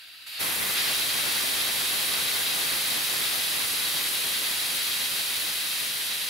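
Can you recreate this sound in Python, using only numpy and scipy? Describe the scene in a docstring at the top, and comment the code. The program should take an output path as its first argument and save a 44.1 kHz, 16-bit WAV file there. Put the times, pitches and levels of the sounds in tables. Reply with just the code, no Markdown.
"""Tractor tyre let down in a garage

Close by the valve, air seeps past the loosened core between the fingers, a thin hiss of coloured noise.
The core comes out and a full jet hisses from the stem, coloured by the steel rim, and slowly weakens.
The jet's ultrasound overloads each microphone of the pair: a low noise rush that fades faster than the hiss.
Behind it lies the faint noise of the still garage."""
import sys
import numpy as np
from scipy import signal
from scipy.fft import rfft, irfft
from scipy.io import wavfile

SR = 44100
rng = np.random.default_rng(int(sys.argv[2]) if len(sys.argv) > 2 else 0)


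def file_out(sig):
    """Save sig as 16-bit WAV at sys.argv[1]."""
    # one column per channel
    cols = np.atleast_2d(sig).T
    # limit, then scale
    lim = np.clip(cols, -1, 1)
    pcm = np.round(lim * 32767).astype(np.int16)
    wavfile.write(sys.argv[1], SR, pcm)


N = 277592
TIME, FREQS = np.arange(N) / SR, np.fft.rfftfreq(N, 1 / SR)  # s, Hz
CORE_OUT = 0.3876  # when the core leaves the stem (s)
LOW_HZ, FIZZ_HZ = 1300, 6200  # where the low band gives way to hiss, and hiss to fizz


def gain_of(db):
    """Decibels to amplitude."""
    return 10 ** (np.asarray(db) / 20)


def evened(x):
    """Scales to an rms of one."""
    return x / np.sqrt(np.mean(x ** 2) + 1e-20)


def read(points):
    """A table over frequency, joined by straight lines on a log axis."""
    hz, value = np.transpose(points)
    return np.interp(np.log(FREQS + 1), np.log(hz + 1), value)


def turbulence(colour_db):
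    """Spectrum of coloured eddy noise at two microphones, partly shared."""
    # Likeness of the air's sound at the microphones, long waves reach both alike:
    # (frequency [Hz], left-right correlation [-1 to 1])
    likeness = [(100, .94), (600, 1), (1200, 0.69), (2200, 0.32), (2850, 0.35), (3250, 0.56), (3900, 0.66),
                (4500, 0.31), (5400, 0.72), (6800, 0.68), (7850, 0.15), (8600, 0.39), (10500, 0.46),
                (11900, .68), (15500, 0.49)]
    same = np.clip(read(likeness), -1, 1)
    shared, apart = rfft(rng.standard_normal((2, N)))
    mid = np.sqrt(1 + same) * shared
    side = np.sqrt(1 - same) * apart
    return np.array([mid + side, mid - side]) * gain_of(colour_db)


def garage():
    """The still garage: steady, faint noise, strongest in the bass."""
    # Colour of the room: (frequency [Hz], relative density [dB per Hz])
    room_colour = [(25, 3), (110, 7), (200, -4), (500, -7), (2000, -5), (15000, -20)]
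    level_db = -75
    return gain_of(level_db) * evened(irfft(turbulence(read(room_colour)), N))


def ramp(start, length):
    """Goes from zero to one over the given time."""
    return np.clip((TIME - start) / length, 0, 1)


def wander(rate_hz):
    """Random drift of rms one, up to about the given rate."""
    drift = rfft(rng.standard_normal(N)) * (FREQS > 1)
    return evened(irfft(drift / (1 + (FREQS / rate_hz) ** 2), N))


def reflections(wet_db, t60):
    """Response of the direct path plus dying reflections, which ripple the spectrum of a steady hiss."""
    tail = rng.standard_normal(N) * gain_of(-60 * TIME / t60)
    tail = tail * (TIME > 0.002)
    return 1 + gain_of(wet_db) * rfft(tail / np.linalg.norm(tail))


def below(hz):
    """Share of the amplitude that a smooth crossover leaves under hz."""
    return 1 / (1 + (FREQS / hz) ** 8)


def centred(x):
    """Scales a stereo pair so that its middle has an rms of one."""
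    return x / np.std(x.mean(0))


def bands(spectrum):
    """Splits a spectrum at the fizz edge into hiss and fizz, each with an rms of one in the middle."""
    hiss_share = below(FIZZ_HZ)
    hiss = centred(irfft(spectrum * hiss_share, N))
    fizz = centred(irfft(spectrum * (1 - hiss_share), N))
    return np.array([hiss, fizz])


def rim_db():
    """The lift that the resonances around the valve give to each frequency of the open jet."""
    # Resonances of the rim dish and the valve: (frequency [Hz], width [Hz], lift [dB])
    resonances = [(2507, 49, 5.5), (2657, 31, 6.5), (2757, 16, 9.5), (3187, 380, 5), (3860, 370, 4.5),
                  (4430, 85, 2.5), (4525, 91, 5.5), (4925, 62, 4.5), (7550, 210, 1), (8400, 91, 2.5),
                  (9960, 200, 1.5), (11150, 250, 0.5)]
    return sum(db / (1 + (2 * (FREQS - hz) / width) ** 2) for hz, width, db in resonances)


def leak():
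    """A thin hiss squeezes past the thread of the core and grows as it is turned."""
    # Air squeezing past the core: (frequency [Hz], relative density [dB per Hz])
    leak_colour = [(150, -24), (340, -17), (450, -28), (690, -12), (880, -18.5), (1500, -3.5), (2200, -1),
                   (2750, 1.5), (3350, -3), (3750, 0.5), (4700, 0), (5600, -15.5), (6400, -18),
                   (8400, -18.5), (10000, -15), (12500, -16), (15800, -22)]
    seep_db = -48.5  # hiss past the seated core
    seep_fizz_db, seep_low_db = -7.5, -19  # relative to the hiss
    turn_db, turn_fizz_db = 6, 4.5  # gain of the whole leak, and what the fizz gains on top
    creep_s, creep_db = 0.077, 6

    turned = ramp(0.26, 0.01)  # one turn widens the gap (s, s)
    # On its last thread the core creeps outward: low band and hiss grow, the fizz does not.
    crept = ramp(CORE_OUT - creep_s, creep_s)
    air = turbulence(read(leak_colour) + 0.77 * rim_db())  # the rim lifts the leak less than the jet
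    air = air * reflections(wet_db=-5, t60=0.1)
    low_share = below(LOW_HZ)
    low = centred(irfft(air * low_share, N))
    hiss, fizz = bands(air * (1 - low_share))
    body = (low * gain_of(seep_low_db) + hiss) * gain_of(creep_db * crept)
    fizz = fizz * gain_of(seep_fizz_db + turn_fizz_db * turned)
    return (body + fizz) * gain_of(seep_db + turn_db * turned + 0.36 * wander(rate_hz=50))


def surges_db():
    """Lift of the hiss over time: each surge rises quickly and dies away."""
    # The core pops out, the hand sweeps through the jet, a small late surge:
    # (start [s], lift [dB], release [s])
    surges = [(0.387, 2, 0.04), (0.745, 5, 0.095), (4.8, 1.4, 0.2)]
    rise_s = 0.037
    total_db = 0
    for start, lift_db, release in surges:
        fall = np.exp(-np.maximum(TIME - start - rise_s, 0) / release)
        total_db = total_db + lift_db * ramp(start, rise_s) * fall
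    return total_db


def sag_db(lost_db, power):
    """The jet weakens ever faster: lost_db is gone 5.62 s after the core came out."""
    return -lost_db * (np.maximum(TIME - CORE_OUT, 0) / 5.62) ** power


def jet():
    """The jet plays on the fingers, then blows free: the stem hisses, the smallest eddies fizz."""
    # The open stem, humped near its quarter-wave and three-quarter-wave resonances:
    # (frequency [Hz], relative density [dB per Hz])
    jet_colour = [(100, -27.5), (700, -19), (1300, -8.5), (2000, 0), (2900, -1.7), (4100, 1.6), (5500, -4),
                  (6900, -8), (8300, -6.5), (10400, -1.5), (11700, -5), (13000, -5.5), (14700, -9.5)]
    # Colour of the jet on the fingers: (frequency [Hz], relative level [dB])
    finger_colour = [(500, 3), (2300, 0.5), (3800, -2.5), (5000, -1.5), (6800, 1), (10000, 3), (12500, 5),
                     (15600, 2.5)]
    hiss_full_db, fizz_full_db = -30.5, -31  # the free jet at full pressure
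    fingers_db = -2.4  # how much the fingers damp the hiss

    air = turbulence(read(jet_colour) + rim_db()) * reflections(wet_db=-16.5, t60=0.17)
    free = ramp(0.67, 0.21)  # the fingers leave the jet (s), over this time (s)
    surge = surges_db()
    on_fingers = bands(air * gain_of(read(finger_colour)))
    hiss, fizz = free * bands(air) + (1 - free) * on_fingers
    hiss_db = hiss_full_db + sag_db(2.5, power=2.5) + surge + fingers_db * (1 - free)
    fizz_db = fizz_full_db + sag_db(3, power=4.6) - 0.18 * surge  # fizz dips as the hiss surges
    # Larger eddies waver more, and more slowly.
    hiss = hiss * gain_of(hiss_db + 0.61 * wander(rate_hz=21))
    fizz = fizz * gain_of(fizz_db + 0.37 * wander(rate_hz=44))
    return hiss + fizz


def overload():
    """Ultrasound beats with itself in each microphone; noise stands for the unrelated difference tones."""
    # Difference tones: (frequency [Hz], relative density [dB per Hz])
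    rush_colour = [(25, -15), (140, -2.5), (500, -1.8), (1100, -1.3), (2000, 0), (4000, -17), (8000, -15.5),
                   (15000, -23)]
    rush_full_db = -42.3  # the part under LOW_HZ, at full pressure
    beats = rfft(rng.standard_normal((2, N))) * gain_of(read(rush_colour))
    low_rms = np.std(irfft(beats * (FREQS < LOW_HZ), N).mean(0))
    rush_db = rush_full_db + sag_db(8, power=2.28) + 1.23 * wander(rate_hz=9.5)
    return irfft(beats, N) / low_rms * gain_of(rush_db)


def scene():
    """The leak gives way to the jet as the core clears the stem, over the still garage."""
    opened = ramp(CORE_OUT, 0.018)  # time to clear (s)
    return garage() + (1 - opened) * leak() + opened * (jet() + overload())


def record(dry):
    """The recorder's band limit, a steep low-pass filter."""
    edge_hz = 15760
    low_pass = signal.firwin(1023, edge_hz, window=("kaiser", 9), fs=SR)
    return signal.oaconvolve(dry, low_pass[None], "same")


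dry = scene()
out = record(dry)
file_out(out)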